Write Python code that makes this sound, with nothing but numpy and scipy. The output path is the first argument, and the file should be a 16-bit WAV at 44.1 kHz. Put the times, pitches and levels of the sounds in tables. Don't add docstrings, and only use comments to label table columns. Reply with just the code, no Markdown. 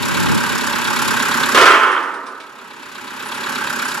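import sys
import numpy as np
from scipy import signal
from scipy.fft import rfft, irfft
from scipy.io import wavfile
from scipy.ndimage import uniform_filter1d

SR = 44100
rng = np.random.default_rng(int(sys.argv[2]) if len(sys.argv) > 2 else 0)


def to_wav(sig):
    pcm = np.clip(np.atleast_2d(sig), -1, 1) * 32767
    pcm = np.round(pcm).astype(np.int16)
    wavfile.write(sys.argv[1], SR, pcm.T)


N = 176400

# frequency in Hz, left minus right in dB, left lead in radians, diffuse share in dB.
TRAILER_AT_MIC = [(80, -2, 0.18, 14), (400, -5, 0.19, -21), (1220, -5.5, 0.26, -11.5),
                  (2230, -2, 0.92, -7.5), (4400, -3, 0.37, -6.5), (12000, -1.2, .2, -3)]


def undb(db):
    return 10 ** (np.asarray(db) / 20)


def level(x, db):
    return x * undb(db) / np.sqrt(np.mean(x ** 2))


def unit(x):
    return x / np.sqrt(np.sum(x ** 2, axis=-1, keepdims=True) + 1e-18)


def curve(rows):
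    return np.interp(np.arange(N) / SR, *np.array(rows).T)


def across(rows, axis=1):
    rows = np.array(rows)
    return np.interp(np.log(np.arange(N // 2 + 1) * SR / N + 1), np.log(rows[:, 0]), rows[:, axis])


def colour(x, rows):
    cepstrum = irfft(np.log(undb(across(rows))), N)
    cepstrum[1:N // 2] *= 2
    cepstrum[N // 2:] = 0
    taps = irfft(np.exp(rfft(cepstrum)), N)[:4096]
    return signal.fftconvolve(x, taps[None], axes=1)[:, :N]


def resonate(x, rows):
    return sum((-1) ** k * undb(db) * signal.lfilter(*signal.iirpeak(hz, hz / width, fs=SR), x)
               for k, (hz, width, db) in enumerate(rows))


def keep_energy(shaper, x, rows):
    return shaper(x, rows) / np.sqrt(np.sum(shaper(np.eye(1, N), rows) ** 2))


def fade(t60, start=0):
    age = np.arange(N) / SR - start
    return (age >= 0) * np.exp(-np.log(1000) * np.maximum(age, 0) / t60)


def noise():
    return rng.standard_normal((2, N))


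def play(pulses, shape):
    return signal.fftconvolve(np.atleast_2d(pulses), np.atleast_2d(shape), axes=1)[:, :N]


def microphone(pair, rows):
    direct, diffuse = rfft(pair)
    side, share = np.array([[1], [-1]]), undb(across(rows, axis=3))
    placement = undb(side * across(rows, axis=1) / 2) * np.exp(.5j * side * across(rows, axis=2))
    return irfft(placement * (direct + side * share * diffuse) / np.sqrt(1 + share ** 2), N)


def wind():
    # frequency in Hz, spectral level in dB.
    spectrum = [(20, -64), (50, -19), (90, -5), (220, 1), (300, -3.5), (450, -13), (900, -30), (16000, -75)]
    # time in seconds, level in dB.
    breeze = [(0, -24.5), (.25, -18), (.5, -25.5), (1, -29), (1.5, -34), (2.2, -41), (4, -88)]
    flutter_db = 2 * np.interp(np.arange(N), np.linspace(0, N, 60), rng.standard_normal(60))
    common, opposed = level(colour(noise(), spectrum), 0) * undb(curve(breeze) + flutter_db)
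    return undb(-11) * common + np.array([opposed, -opposed])


def firings(crank, cylinder_db, lag, scatter_db):
    count = np.arange(int(crank[-1]) + 1)
    at = np.interp(count + lag, crank, np.arange(N)).astype(int)
    pulses = np.zeros(N)
    pulses[at] = undb(cylinder_db[count % 4] + scatter_db * rng.standard_normal(len(count)))
    return pulses * (np.arange(N) > 0)


def burst(rise_s, decay_s):
    t = np.arange(SR // 12) / SR
    return (1 - np.exp(-t / rise_s)) ** 2 * np.exp(-t / decay_s)


def knock(crank, pulses, rise_s, decay_s, common_share=.15, own_share=.4):
    shape, cylinder = burst(rise_s, decay_s), np.round(crank) % 4
    grain = lambda: shape * rng.standard_normal((2, len(shape)))
    own = np.sqrt(own_share) * sum(play(pulses * (cylinder == k), grain()) for k in range(4))
    common = np.sqrt(common_share) * play(pulses, grain())
    fresh = np.sqrt(1 - common_share - own_share) * noise() * play(pulses, shape)
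    return common + own + fresh


def panels(x):
    tail = undb(-6) * unit(rng.standard_normal(N) * fade(t60=.04))
    return x + play(x, tail[:SR // 10])


def exhaust(crank, cylinder_db):
    # frequency in Hz, width in Hz, gain in dB.
    pipe_modes = [(144.7, 9.1, -9), (208.2, 10.5, -3.5), (242.2, 23, 0.5), (280, 45, -7.5), (377, 5.4, -4),
                  (437, 18, -6), (553.4, 36, -6.5), (598, 26.5, -6.5)]
    pulses = firings(crank, cylinder_db, lag=0.077, scatter_db=0.5)
    puffs = 0.098 * noise() * play(pulses, burst(rise_s=0.0011, decay_s=0.0047))
    return level(resonate(pulses + puffs, pipe_modes), -32)


def block(crank, cylinder_db):
    # frequency in Hz, width in Hz, gain in dB.
    block_modes = [(836, 55, -4), (951, 73, -3), (1031, 67, -1.5), (1133, 94, -1.5)]
    first = firings(crank, cylinder_db, lag=-.23, scatter_db=0.9)
    rebound = undb(-6) * firings(crank, np.zeros(4), lag=0.1593, scatter_db=1.7)
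    knocks = knock(crank, first + rebound, rise_s=0.0014, decay_s=0.0059)
    return level(resonate(knocks, block_modes), -26)


def bonnet(crank, cylinder_db):
    # frequency in Hz, width in Hz, gain in dB.
    bonnet_modes = [(1198, 114, -4.5), (1310, 77, -2), (1413, 77, -1.5), (1499, 48, 2.5), (1560, 67, 3),
                    (1665, 34, 0), (1750, 71, -4.5)]
    # time in seconds, gain in dB.
    facing = [(0, -1), (1.45, 1.6), (2.6, -1.5), (3.4, -1), (3.85, 3.5), (4, 1.5)]
    pulses = firings(crank, cylinder_db, lag=-.39, scatter_db=0.96)
    shakes = knock(crank, pulses, rise_s=0.003, decay_s=0.019)
    return level(resonate(shakes, bonnet_modes), -23) * undb(curve(facing))


def cylinder_slap(crank, cylinder_db):
    # frequency in Hz, width in Hz, gain in dB.
    slap_modes = [(2250, 76, 3.5), (2690, 310, 0), (3000, 450, -4), (3365, 150, 4.5), (3900, 150, 4.5),
                  (4410, 430, -2.5)]
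    # time in seconds, extra level in dB.
    hard_slaps = [(.15, 2), (.85, 2.5), (1.44, 2), (3.325, 3), (3.675, 2.5), (3.795, 3)]
    extra_db = sum(db * (np.abs(np.arange(N) / SR - when) < .04) for when, db in hard_slaps)
    pulses = firings(crank, cylinder_db, lag=-0.13, scatter_db=1) * undb(extra_db)
    slaps = noise() * play(pulses, burst(rise_s=.0035, decay_s=.008))
    return level(resonate(slaps, slap_modes), -31.5)


def valve_gear(crank):
    # frequency in Hz, spectral level in dB.
    spectrum = [(30, -46), (1500, -11.5), (3000, -7.5), (5400, 1.5), (6300, -4), (7300, 3), (8400, -6),
                (9800, -4), (11200, -1.5), (13000, -10), (15500, -27)]
    # time in seconds, gain in dB.
    drift = [(0, .5), (1.5, 0.5), (2.5, -4), (3.1, -3), (3.6, -.5), (4, 2)]
    grit = noise() * undb(0.91 * rng.standard_normal(N))
    pulses = firings(crank, np.zeros(4), lag=-0.27, scatter_db=1.9)
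    ticks = grit * (0.068 + play(pulses, burst(rise_s=0.005, decay_s=0.0055)))
    return level(colour(panels(ticks), spectrum), -29) * undb(curve(drift))


def clatter(crank):
    # frequency in Hz, spectral level in dB.
    spectrum = [(30, -22), (70, -13.5), (150, -8), (280, -5), (450, -4.5), (700, -9), (900, -1.5),
                (1550, -2.5), (2050, -5.5), (2600, -6), (3000, -8), (3500, -7), (5000, -17), (9000, -24.5),
                (16000, -38)]
    pulsing = noise() * (1 + 0.095 * np.cos(2 * np.pi * crank))
    return level(colour(panels(pulsing), spectrum), -23)


def engine():
    # time in seconds, firings per second.
    speed = [(0, 34.3), (.5, 34.15), (1.55, 34.1), (1.8, 35.9), (2.1, 34.9), (2.4, 33.9), (2.75, 33),
             (3, 32.1), (3.4, 34), (3.65, 34.1), (3.8, 32.2), (4, 33)]
    # gain in dB for exhaust, block, bonnet and slap.
    cylinders = [(0, -2, 0, -9), (.5, 2, -1.5, .5), (0, -1.5, 1, -8), (-1.5, 1.5, 0, -12)]
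    # time in seconds, gain in dB.
    engine_level = [(0, -2.5), (.2, -1), (.55, -1.2), (1.45, 0.5), (2.2, 3.5), (2.6, 7), (3, 6), (3.5, 4.5),
                    (3.85, -2.5), (4, -7)]
    # frequency in Hz, left minus right in dB, left lead in radians, diffuse share in dB.
    engine_at_mic = [(100, -3.5, 0.9, -12.5), (437, -8.5, -1.5, -19), (825, -2, -0.15, -7.5),
                     (1370, -4, 0.61, -13), (1980, -6.5, 2, 2), (2120, 12.5, 1.45, -15),
                     (3640, 0.5, 0.32, -13), (5070, -5, 0.7, -4), (8000, 3.5, 0.77, -4.5),
                     (12000, -0.2, 0.74, -8.5)]
    crank = np.cumsum(curve(speed)) / SR
    exhaust_db, block_db, bonnet_db, slap_db = np.array(cylinders).T
    parts = (exhaust(crank, exhaust_db) + block(crank, block_db) + bonnet(crank, bonnet_db)
             + cylinder_slap(crank, slap_db) + valve_gear(crank) + clatter(crank))
    return microphone(parts, engine_at_mic) * undb(curve(engine_level))


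def rattles_and_knock(hit_t60_s=0.22, squeak_s=0.015):
    # start in seconds, level in dB, ring relative to hiss in dB.
    hits = [(1.915, -8.5, -25), (2.027, -13.5, -2), (2.14, -16, 1), (2.266, -14, 2), (2.401, -19, 11),
            (3.316, -32, 11), (3.886, -30, -25)]
    # frequency in Hz, spectral level in dB.
    spectrum = [(100, -35), (1500, 2), (3500, 5), (5200, 14.5), (7000, 4), (10000, 10), (15000, -54)]
    # frequency in Hz, width in Hz, gain in dB.
    ring_modes = [(2280, 130, 4.5), (3730, 780, -4)]
    # peak time in seconds, pitch in Hz, level in dB.
    squeaks = [(3.21, 13900, -36), (3.272, 9950, -25), (3.355, 9300, -29), (3.875, 9660, -35)]
    t, metal = np.arange(N) / SR, 0
    hiss = level(colour(noise(), spectrum), 0)
    ring = level(resonate(noise(), ring_modes), 0)
    for start, db, ring_db in hits:
        metal += undb(db) * (hiss + undb(ring_db) * ring) * fade(hit_t60_s, start)
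    for when, hz, db in squeaks:
        swell = np.exp(-.5 * ((t - when) / squeak_s) ** 2)
        metal += level(resonate(noise(), [(hz, 220, 0)]), db) * swell
    return microphone(metal, TRAILER_AT_MIC)


def beam_ring():
    # frequency in Hz, relative level in dB, t60 in seconds.
    clear_modes = [(285, -8, 1.4), (385, -9, 2.7), (402, -10, 1.6), (530, -9, 1.9), (964, -2, 1.3),
                   (1072, -1, 1.2), (1203, 3, 1.3), (1297, 2, 1.9), (1389, 0, 1.5), (1490, 0, 1.6),
                   (1745, 1, 1.1), (1825, -1, 1.2), (2213, -4, 0.7), (2513, -4, .55)]
    # frequency in Hz, spectral level in dB.
    dense_spectrum = [(30, -43), (100, -47), (200, -18), (290, -10), (400, -6.5), (560, -10), (760, -10),
                      (1020, 0.5), (1350, 2), (1700, -1), (2200, -6), (3100, -9.5), (4200, -28.5),
                      (8000, -32), (16000, -49)]
    # band centre in Hz, t60 in seconds.
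    band_decay = [(60, 0.32), (300, 2.18), (700, 1.78), (1300, 1.36), (2500, 0.69), (5000, 0.67),
                  (12000, 0.9)]
    t, log_hz = np.arange(N) / SR, np.log(np.arange(N // 2 + 1) * SR / N + 1)
    white, centres = rfft(noise()), np.log([hz for hz, _ in band_decay])
    bands = [irfft(white * np.interp(log_hz, centres, pick), N) for pick in np.eye(len(centres))]
    dense = sum(band * fade(t60) for band, (_, t60) in zip(bands, band_decay))
    modes = sum(undb(db) * np.sin(2 * np.pi * (hz * t + rng.random((2, 1)))) * fade(t60)
                for hz, db, t60 in clear_modes)
    return unit(colour(dense, dense_spectrum)) + undb(-5.5) * unit(modes)


def beams(clang_t60_s=0.04, crunch_t60_s=0.43):
    # start in seconds, relative levels of ring,
    # clang and crunch in dB, time constant of the chatter in seconds.
    blows = [(1.546, -10, -18, -16.5, 0.026), (1.574, -3, -6.5, -11, 0.086), (1.612, 3.5, -2.5, -4.5, 0.19),
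             (1.655, 11, 3, -1, 0.14), (1.705, 9.5, 4, -3.5, 0.064), (1.742, 11, 6, -10, 0.076),
             (1.832, 5.5, 4.5, -7.5, 0.0033), (1.868, 3, -1, -20, 0.0027), (1.895, -2, 4.5, -26, .02),
             (1.927, 0, 5, -17, 0.016), (1.963, -6, 2, -22, 0.0035), (1.976, -2, 1, -32, 0.0016)]
    # frequency in Hz, width in Hz, gain in dB.
    clang_modes = [(418, 84, -6), (1095, 216, -3.5), (1310, 126, 3.5), (1482, 136, 1), (1850, 125, -5.5),
                   (2100, 220, -11), (3200, 320, -14)]
    # frequency in Hz, spectral level in dB.
    plank_spectrum = [(25, -12), (70, -24), (200, -13.5), (400, 13), (800, -0.5), (1800, 4), (3000, 3.5),
                      (5000, -1.5), (8000, -10), (12000, -15.5), (16000, -30)]
    push, clang, crunch = 0, 0, 0
    for start, ring_db, clang_db, crunch_db, chatter_s in blows:
        chatter_t60 = np.log(1000) * chatter_s
        contacts = noise()[0] * undb(5.8 * rng.standard_normal(N)) * fade(chatter_t60, start)
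        push += undb(ring_db) * unit(contacts)
        clang += undb(clang_db) * unit(noise() * fade(clang_t60_s + chatter_t60, start))
        crunch += undb(crunch_db) * unit(noise() * fade(crunch_t60_s + chatter_t60, start))
    crash = (play(push, beam_ring()) + keep_energy(resonate, clang, clang_modes)
             + keep_energy(colour, crunch, plank_spectrum))
    blow_gain = np.sqrt(.1 * SR)
    return microphone(crash * blow_gain, TRAILER_AT_MIC)


def scene():
    return engine() + beams() + rattles_and_knock() + wind()


def gain_control(x, limit_db=-13.5, attack_s=0.064, hold_s=0.59, release_db_per_s=19.5):
    hop = SR // 1000
    power = uniform_filter1d(np.mean(x ** 2, axis=0), size=441)[::hop]
    dt, cut_db, waited, cuts = hop / SR, 0, 0, []
    for over_db in 10 * np.log10(np.abs(power) + 1e-12) - limit_db:
        waited += dt
        if over_db > cut_db:
            cut_db += (over_db - cut_db) * dt / attack_s
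            waited = 0
        elif waited > hold_s:
            cut_db = max(cut_db - release_db_per_s * dt, 0)
        cuts.append(cut_db)
    return x * undb(-np.interp(np.arange(N), hop * np.arange(len(cuts)), cuts))


def record(dry, top_hz=15600):
    ducked = gain_control(dry)
    clipped = ducked / (1 + ducked ** 6) ** (1 / 6)
    return signal.sosfilt(signal.ellip(8, .2, 70, top_hz, fs=SR, output="sos"), clipped)


dry = scene()
out = record(dry)
to_wav(out)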